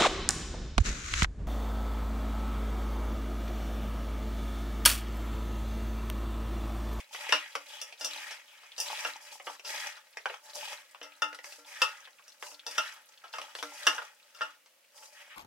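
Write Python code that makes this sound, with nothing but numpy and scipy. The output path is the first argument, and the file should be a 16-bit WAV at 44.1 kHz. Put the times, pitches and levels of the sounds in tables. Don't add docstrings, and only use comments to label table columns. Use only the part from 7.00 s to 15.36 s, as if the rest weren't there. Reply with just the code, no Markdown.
import sys
import numpy as np
from scipy import signal
from scipy.fft import rfft, irfft, next_fast_len
from scipy.io import wavfile

SR = 44100
rng = np.random.default_rng(int(sys.argv[2]) if len(sys.argv) > 2 else 0)


def wav_out(sig):
    wavfile.write(sys.argv[1], SR, np.round(np.clip(np.atleast_2d(sig).T, -1, 1) * 32767).astype(np.int16))


N = 368676

# (time [s], level [dB], brightness [dB/octave], leading note [Hz], ring length [factor])
KNOCKS = [(0.324, -23.5, -1.2, 2830, 0.36), (2.048, -35.5, -2, 2750, 0.55), (4.22, -30, -1.5, 1440, 0.78),
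          (4.818, -26, 0.64, 2695, 0.38), (5.781, -29.5, -0.04, 1384, 0.32),
          (6.338, -41.5, -2.5, 878, 0.86), (6.868, -27, 1.5, 2823, 0.33), (6.872, -26.5, -1, 2740, 0.3),
          (6.981, -38, -6, 1436, 0.21), (7.348, -61, 3.5, 1360, 1.1), (7.409, -35.5, -7.5, 1414, 0.41),
          (7.417, -38.5, -2, 2798, 0.57)]
# (time [s], relative level [dB], brightness [dB/octave], leading note [Hz], ring length [factor])
CLINKS = [(0.815, -55.5, 0.5, 3370, 0.78), (1.01, -49, -3.5, 5150, 1.3), (1.046, -48, -0.36, 6070, 0.7),
          (1.78, -53, -2, 5530, 1.1), (1.801, -54.5, 3, 5400, 0.5), (4.029, -55.5, -4.5, 2080, 1.2),
          (5.28, -71, 0, 5700, 0.31), (5.666, -48.5, -3.5, 5080, 0.37), (5.712, -63, 0.5, 4630, 0.3)]
# (time [s], level [dB], wetness [dB], air pocket [Hz], splash t60 [s])
WET_BURSTS = [(0.147, -43, -2.5, 2030, 0.014), (0.292, -38, 0.5, 2080, 0.015),
              (0.553, -33.5, -1.5, 1230, 0.035), (0.925, -50, 1, 2800, 0.016),
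              (1.309, -45.5, 6.5, 1660, 0.11), (1.634, -57, 1, 1170, 0.047), (1.896, -42.5, -1, 1090, 0.13),
              (2.048, -40, -12, 1700, 0.078), (2.399, -49.5, -20, 2030, 0.027),
              (2.469, -38, -12, 1250, 0.08), (2.596, -52.5, 3, 2340, 0.004), (2.647, -46, 10.5, 5100, 0.36),
              (2.967, -54, 3, 1150, 0.052), (3.171, -41.5, -0.5, 1860, 0.012),
              (3.257, -32, -11.5, 1500, 0.012), (3.297, -42.5, -24, 2100, 0.032),
              (3.341, -45.5, -13, 920, 0.018), (3.947, -51, -11, 1390, 0.0042),
              (4.015, -47.5, -7, 1820, 0.0047), (4.329, -48.5, -3, 1450, 0.0095),
              (4.346, -49, 5, 1390, 0.032), (4.388, -49, -4, 2030, 0.024), (4.444, -48, 1, 1970, 0.0037),
              (4.523, -53, 9, 2780, 0.021), (5.074, -55, -8, 1720, 0.046),
              (5.426, -42.5, -11, 1490, 0.0079), (5.468, -54.5, 10, 2510, 0.0055),
              (5.515, -55, -4, 890, 0.017), (6.239, -48.5, -8, 1360, 0.16), (6.384, -38.5, -3, 1200, 0.026),
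              (6.416, -45.5, 2, 2550, 0.0099), (6.552, -42.5, 2, 1930, 0.0033),
              (6.586, -44.5, -1, 3320, 0.065), (6.627, -37, 1, 1090, 0.01),
              (7.019, -48.5, -19, 1220, 0.019), (7.388, -59, 2, 2200, 0.026), (7.66, -63, 5, 920, 0.032),
              (8.023, -54.5, -12, 890, 0.11)]
# (time [s], relative level [dB])
DROPS = [(0.555, -56.5), (2.47, -57.5), (4.014, -53.5), (4.328, -66), (4.583, -57.5), (5.515, -61.5),
         (6.384, -60.5), (6.627, -44)]
# (start [s], closing [s], easing [s],
# relative sliding [dB], relative squeezing [dB], air pockets at the firmest grip [Hz])
STROKES = [(0.0, 0.0035, 0.014, -50, -43.5, 2750), (0.132, 0.2, 0.14, -47.5, -36.5, 2200),
           (0.48, 0.033, 0.4, -57, -52.5, 2760), (0.688, 0.01, 0.23, -51, -46, 2940),
           (1.004, 0.18, 0.21, -47.5, -40, 2510), (1.44, 0.099, 0.35, -62.5, -54, 2637),
           (1.79, 0.2, 0.18, -44.5, -39.5, 2480), (2.219, 0.1, 0.04, -53.5, -48, 2270),
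           (2.323, 0.017, 0.036, -45, -54, 2840), (2.45, 0.089, 0.032, -52, -46.5, 1120),
           (2.665, 0.12, 0.15, -43.5, -36.5, 2050), (3.26, 0.079, 0.043, -57.5, -46.5, 1150),
           (3.44, 0.09, 0.025, -55, -51, 1510), (3.543, 0.12, 0.13, -44.5, -40, 2530),
           (3.88, 0.19, 0.17, -68, -58, 1700), (4.443, 0.03, 0.15, -51.5, -53.5, 1800),
           (4.668, 0.11, 0.26, -51.5, -43, 1900), (5.427, 0.054, 0.075, -48, -58.5, 1420),
           (5.68, 0.13, 0.17, -50, -41.5, 1713), (6.34, 0.015, 0.29, -55, -47, 1200),
           (6.56, 0.071, 0.32, -52.5, -52, 2800), (6.738, 0.14, 0.2, -49, -40.5, 1760),
           (7.36, 0.087, 0.082, -58.5, -46.5, 1430), (7.958, 0.084, 0.078, -54, -78, 1230),
           (8.131, 0.063, 0.11, -57.5, -49, 2270), (8.279, 0.053, 0.06, -65, -47.5, 2030)]
# (nominal frequency [Hz], relative level [dB], nominal t60 [s])
BOWL_MODES = [(299.8, -11.5, 0.57), (455, -19, 0.083), (522, 2.5, 0.17), (625.5, 9, 0.24),
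              (691, -29.5, 0.11), (877, -0.5, 0.43), (1030, -18.5, .11), (970, -12.5, 0.16),
              (1100, -21, 0.077), (1291, 1, 0.37), (1389, -18.5, 0.22), (1384, 2.5, 0.15),
              (1430, -13.5, 0.82), (1654, 4.5, 0.083), (1818, 1.5, 0.14), (2080, -5.5, 0.24),
              (2660, 3, 0.29), (2760, 8, 0.12), (2844, -4, 0.4), (2970, -18, 0.046), (3400, -44, 0.18),
              (3553, 13, 0.039), (4800, 11.5, 0.05), (4600, -16.5, 0.12), (4950, -31, 0.13),
              (5370, -32, 0.085), (5900, 9, 0.043), (6100, -16.5, 0.024), (5700, -32, 0.24)]
# (frequency [Hz], relative level [dB], t60 [s])
BOTTOM_MODES = [(294, -4, 0.22), (478, 4.5, 0.21), (610, -3, 0.22), (890, -4, 0.25), (1370, 1, 0.37),
                (1380, -12, 0.27), (2030, -11.5, 0.99)]
# (frequency [Hz], relative level [dB per Hz])
CRACK_SPECTRUM = [(110, -39), (230, -58.5), (480, 9), (780, 2), (1350, -3), (2200, -38), (2780, 6.5),
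                  (3900, -18.5), (5500, 6), (6600, -13), (10000, -24.5), (16000, -35)]
WET_BURST_SPECTRUM = [(35, -27), (60, -79), (503, 1), (785, 1.5), (1220, -7), (1660, -12.5), (2900, -7),
                      (3850, -9.5), (5720, -1), (6740, -13), (10000, -14.5), (16000, -33)]
RUB_SPECTRUM = [(290, -7), (350, -26.5), (470, -24.5), (595, 10.5), (720, -13.5), (850, 5.5), (1240, -10.5),
                (1550, -11), (2200, -8), (2780, -6.5), (4000, -0.5), (5800, -5.5), (7200, -7.5),
                (16000, -19.5)]
ROOM_SPECTRUM = [(18, -63.5), (30, -42.5), (295, -9.5), (415, -13.5), (540, 3.5), (801, -9), (2900, -1.5),
                 (3310, -6), (8980, -9), (16000, -11)]
# (frequency [Hz], left minus right [dB])
LEFT_TILT = [(200, -1.5), (700, 1.5), (2400, 0), (4400, 4), (8100, -1.2), (15000, -1.5)]
# (frequency [Hz], phase [rad])
LEFT_LAG = [(60, 0.018), (450, 0.45), (1500, 0.69), (3500, 1), (5800, 0.76), (16000, 1)]
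# (frequency [Hz], likeness of left and right [0-1])
LIKENESS = [(250, 0.91), (1200, 0.4), (3000, 0.36), (8000, 0.063)]
REGISTER_EDGES_HZ = [250, 900, 2000, 4000, 7000, 16000]
KNOCK_BALANCE_DB = [-13.5, -0.96, -2, -7.5, -17]
CLINK_BALANCE_DB = [-3.5, -1, 5.5, 11, 5.5]

STILL_ROOM_DB, ROOM_T60_S, CUTOFF_HZ = -65.5, 0.18, 16200
HIT_SAMPLES = SR // 3
LEAD_REGISTER_DB = 2
HARDNESS_KNEE_HZ = 1320
ATTACK_DB_PER_S, RELEASE_DB_PER_S = 699, 178
SLIDE_SWELL_DB, SLIDE_SAG_DB = -0.5, 12
SQUEEZE_SWELL_DB, SQUEEZE_SAG_DB = 13, 10
POCKET_FALL_OCTAVES_PER_S, POCKET_WANDER_OCTAVES = 1.8, 0.18
IDLE_SLIDE_DB, IDLE_SQUEEZE_DB = -69, -64
PAUSE_START_S, PAUSE_END_S, PAUSE_DB, PAUSE_FADE_S = 7.6, 7.9, -11.5, 0.039


def from_db(db):
    return 10 ** (np.asarray(db) / 20)


def rms_one(x):
    return x / np.sqrt(np.mean(x ** 2) + 1e-20)


def at_hz(points, hz):
    known_hz, values = np.transpose(points)
    return np.interp(np.log(np.maximum(hz, 1)), np.log(known_hz), values)


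def bins_hz(size):
    return np.arange(size // 2 + 1) * SR / size


def dying(t, t60):
    return np.exp(-np.log(1000) * t / t60)


def drift(knots_per_s):
    knots = rng.standard_normal(N // 40)
    return np.interp(np.arange(N) * knots_per_s / SR, np.arange(len(knots)), knots)


def coloured(x, points):
    size = 4096
    cepstrum = irfft(np.log(from_db(at_hz(points, bins_hz(size)))))
    cepstrum[1:size // 2] *= 2
    cepstrum[size // 2 + 1:] = 0
    response = np.array(irfft(np.exp(rfft(cepstrum))), ndmin=x.ndim)
    return signal.oaconvolve(x, response, axes=-1)[..., :x.shape[-1]]


def resonance(x, hz, width_hz):
    radius = np.exp(-np.pi * width_hz / SR)
    zeros = np.array([1, 0, -1]) * (1 - radius * radius) / 2
    poles = [1, -2 * radius * np.cos(2 * np.pi * hz / SR), radius * radius]
    return signal.lfilter(zeros, poles, x + 1e-18)


def diffuse(size):
    mid, side = rfft(rng.standard_normal((2, size)))
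    alike = np.clip(at_hz(LIKENESS, bins_hz(size)), 0, 1)
    spectrum = np.sqrt(1 + alike) * mid + np.sqrt(1 - alike) * side * [[1], [-1]]
    return rms_one(irfft(spectrum, size))


def kitchen(x, early_db, tail_db, early_t60=0.07):
    t, n = np.arange(HIT_SAMPLES) / SR, np.shape(x)[-1]
    early = diffuse(HIT_SAMPLES) * dying(t, early_t60) * (t > .001)
    tail = diffuse(HIT_SAMPLES) * dying(t, ROOM_T60_S) * (t > .008)
    echo = from_db(early_db) * rms_one(early) + from_db(tail_db) * rms_one(tail)
    echo = echo / np.sqrt(HIT_SAMPLES)
    size = 2 * next_fast_len((n + HIT_SAMPLES) // 2)
    hz, sides = bins_hz(size), np.array([[.5], [-.5]])
    stereo = from_db(sides * at_hz(LEFT_TILT, hz)) * np.exp(-1j * sides * at_hz(LEFT_LAG, hz))
    return irfft(rfft(x, size) * (1 + rfft(echo, size)) * stereo)[:, :n]


def voiced(hit, edges_hz, levels_db):
    size = round(.03 * SR)
    power = 2 * abs(rfft(hit.mean(axis=0)[:size], 4 * size)) ** 2 / (4 * size * size)
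    hz, points = bins_hz(4 * size), []
    for low_hz, high_hz, db in zip(edges_hz, edges_hz[1:], levels_db):
        gain_db = db - 10 * np.log10(power[(hz >= low_hz) & (hz < high_hz)].sum())
        points += [(low_hz * 1.25, gain_db), (high_hz / 1.25, gain_db)]
    bass_db = points[0][1]
    return coloured(hit, [(90, bass_db - 12.5), (190, bass_db - 18), (275, bass_db)] + points)


def add(out, s, hit):
    start = max(round(s * SR), 0)
    out[:, start:start + hit.shape[1]] += hit[:, :N - start]


def activity_db(t):
    into_pause = np.minimum(t - PAUSE_START_S, PAUSE_END_S - t) / PAUSE_FADE_S + 1
    return PAUSE_DB * np.clip(into_pause, 0, 1)


def grains(low_hz, high_hz, per_s, spread_db, q, favour=lambda hz: 1, count=10, max_lag_s=.00008):
    out = np.zeros((2, N))
    size, place = rng.random((2, N))
    for hz in np.geomspace(low_hz, high_hz, count):
        at = np.flatnonzero(rng.random(N) < per_s / count / SR)
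        sizes = from_db(spread_db * np.minimum(-np.log(size[at]), 4)) * (-1) ** at
        lag = np.round((2 * place[at] - 1) * max_lag_s * SR).astype(int)
        clicks = np.zeros((2, N))
        clicks[0, at] = sizes
        clicks[1, np.clip(at + lag, 0, N - 1)] = sizes
        gain = from_db(at_hz(RUB_SPECTRUM, hz)) * np.sqrt(hz) * favour(hz)
        out += rms_one(resonance(clicks, hz, hz / q)) * gain
    return rms_one(out)


def still_room():
    return from_db(STILL_ROOM_DB) * rms_one(coloured(diffuse(N), ROOM_SPECTRUM))


def pops(level_db=-65):
    snaps = grains(1065, 11000, per_s=40, spread_db=5.0, q=4.1, count=9)
    snaps = coloured(snaps, [(300, -8.0), (900, -5), (3000, -1.5), (6000, -9)])
    snaps = snaps * from_db(level_db + activity_db(np.arange(N) / SR))
    return kitchen(snaps, early_db=4.5, tail_db=-20.5)


def drops():
    out, t = np.zeros((2, N)), np.arange(HIT_SAMPLES) / SR
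    hum = np.zeros(HIT_SAMPLES)
    for k, (hz, db, t60) in enumerate(BOTTOM_MODES):
        hum += from_db(db) * np.sin(2 * np.pi * hz * t) * dying(t, t60) * (-1) ** k
    hum = kitchen(hum * (1 - dying(t, 0.03)), early_db=-10.5, tail_db=-12)
    for s, db in DROPS:
        add(out, s, from_db(db) * hum)
    return out


def wet_bursts(pocket_db=12, pocket_q=6):
    out, t = np.zeros((2, N)), np.arange(HIT_SAMPLES) / SR
    edges_hz = [250, 1100, 3800, 16000]
    balance_db = np.array([-10, -1.5, -10])
    db_per_wetness = np.array([-0.26, 0, 1])
    for s, db, wetness_db, pocket_hz, t60 in WET_BURSTS:
        splash = coloured(rng.standard_normal(HIT_SAMPLES) * dying(t, t60), WET_BURST_SPECTRUM)
        pocket = from_db(pocket_db) * resonance(splash, pocket_hz, pocket_hz / pocket_q)
        hit = kitchen(splash + pocket, early_db=0, tail_db=-5)
        registers_db = balance_db + wetness_db * db_per_wetness
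        add(out, s, from_db(db) * voiced(hit, edges_hz, registers_db))
    return out


def strikes(blows, balance_db, level_db, crack_db, crack_t60, lead_db=3, lead_cycles=330, near_db=4,
            vary_db=3.0, detune=0.0011):
    out, t = np.zeros((2, N)), np.arange(HIT_SAMPLES) / SR
    edges_hz = np.array(REGISTER_EDGES_HZ)
    centres_hz = np.sqrt(edges_hz[1:] * edges_hz[:-1])
    octaves_up = np.maximum(np.log2(centres_hz / HARDNESS_KNEE_HZ), 0)
    for s, db, brightness, lead_hz, length in blows:
        modes = BOWL_MODES + [(lead_hz, lead_db, lead_cycles / lead_hz)]
        hz, mode_db, t60 = np.transpose(modes)[:, :, None]
        strength, shift, sign = rng.standard_normal((3, len(hz), 1))
        favour_db = near_db * np.exp(-(np.log2(hz / lead_hz) / 0.14) ** 2)
        amplitude = np.sign(sign) * from_db(mode_db + favour_db + vary_db * strength)
        tones = amplitude * np.sin(2 * np.pi * hz * (1 + detune * shift) * t)
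        ring = rms_one((tones * dying(t, t60 * max(length, .2))).sum(axis=0))
        burst = rng.standard_normal(HIT_SAMPLES) * dying(t, crack_t60)
        crack = rms_one(coloured(burst, CRACK_SPECTRUM))
        hit = kitchen(ring + from_db(crack_db) * crack, early_db=-2, tail_db=-3.0)
        holds_lead = np.diff(edges_hz > lead_hz)
        registers_db = np.array(balance_db) + brightness * octaves_up + LEAD_REGISTER_DB * holds_lead
        add(out, s, from_db(level_db + db) * voiced(hit, edges_hz, registers_db))
    return out


def knocks():
    square = strikes(KNOCKS, KNOCK_BALANCE_DB, level_db=0, crack_db=-1.0, crack_t60=0.032)
    grazing = strikes(CLINKS, CLINK_BALANCE_DB, level_db=0.5, crack_db=-1, crack_t60=0.068)
    return square + grazing


def stroke_db(t, closing_s, easing_s, swell_db, sag_db):
    end = closing_s + easing_s
    arch = np.interp(t, [0, closing_s, end], [-1, 0, 1])
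    grip_db = -np.where(arch < 0, swell_db, sag_db) * arch ** 2
    return grip_db + ATTACK_DB_PER_S * np.minimum(t, 0) - RELEASE_DB_PER_S * np.maximum(t - end, 0)


def hands():
    t = np.arange(0, N / SR, .001)
    slide = [IDLE_SLIDE_DB + activity_db(t)]
    squeeze, pitch = [], []
    for s, closing_s, easing_s, slide_db, squeeze_db, hz in STROKES:
        slide.append(slide_db + stroke_db(t - s, closing_s, easing_s, SLIDE_SWELL_DB, SLIDE_SAG_DB))
        squeeze.append(squeeze_db + stroke_db(t - s, closing_s, easing_s, SQUEEZE_SWELL_DB, SQUEEZE_SAG_DB))
        since_grip_s = np.clip(t - s - closing_s, -closing_s, easing_s)
        pitch.append(hz * 2 ** (-POCKET_FALL_OCTAVES_PER_S * since_grip_s))
    pocket_hz = np.array(pitch)[np.argmax(squeeze, axis=0), np.arange(len(t))]
    squeeze.append(IDLE_SQUEEZE_DB + activity_db(t))
    curves = np.max(slide, axis=0), np.max(squeeze, axis=0), pocket_hz
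    return [np.interp(np.arange(N) / SR, t, curve) for curve in curves]


def squelch(pile_db=-7.0, wet_db=-2, fizz_db=-2.0, clump_db=2.2, pile_lumps_db=1.66, pocket_db=8,
            pocket_octaves=0.38, tick_db=-8):
    slide_db, squeeze_db, pocket_hz = hands()
    pocket_hz = pocket_hz * 2 ** (POCKET_WANDER_OCTAVES * drift(18))

    def near_pocket(hz):
        return from_db(pocket_db * np.exp(-(np.log2(hz / pocket_hz) / pocket_octaves) ** 2))

    pile = grains(315.5, 977, per_s=1500, spread_db=3.5, q=25)
    pile = coloured(pile, [(80, -13), (300, -5.0), (1200, -2.0), (4000, -13.0)])
    wet = grains(1290, 3330, per_s=2600, spread_db=0.0, q=9.8, favour=near_pocket)
    wet = coloured(wet, [(200, -23.5), (900, 3.5), (4000, -6.5), (9000, -27.0)])
    fizz = grains(4850, 14000, per_s=14000, spread_db=0.5, q=12.0)
    fizz = coloured(fizz, [(400, -30), (3300, -1.5)])
    ticks = grains(850, 5850, per_s=220, spread_db=4.5, q=11, count=6)
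    layers = pile * from_db(slide_db + pile_db + pile_lumps_db * drift(25))
    layers = layers + wet * from_db(squeeze_db + wet_db)
    layers = layers + fizz * from_db(slide_db + fizz_db)
    layers = layers + ticks * from_db((slide_db + squeeze_db) / 2 + tick_db)
    layers = layers * from_db(clump_db * drift(110))
    share = (1 + np.tanh(2 * drift(40))) / 2
    return sum(kitchen(layers * hand, early_db=-3.5, tail_db=-10) for hand in (share, 1 - share))


def scene():
    return still_room() + pops() + drops() + wet_bursts() + knocks() + squelch()


def record(dry):
    return signal.sosfilt(signal.ellip(10, .3, 70, CUTOFF_HZ, fs=SR, output="sos"), dry)


dry = scene()
out = record(dry)
wav_out(out)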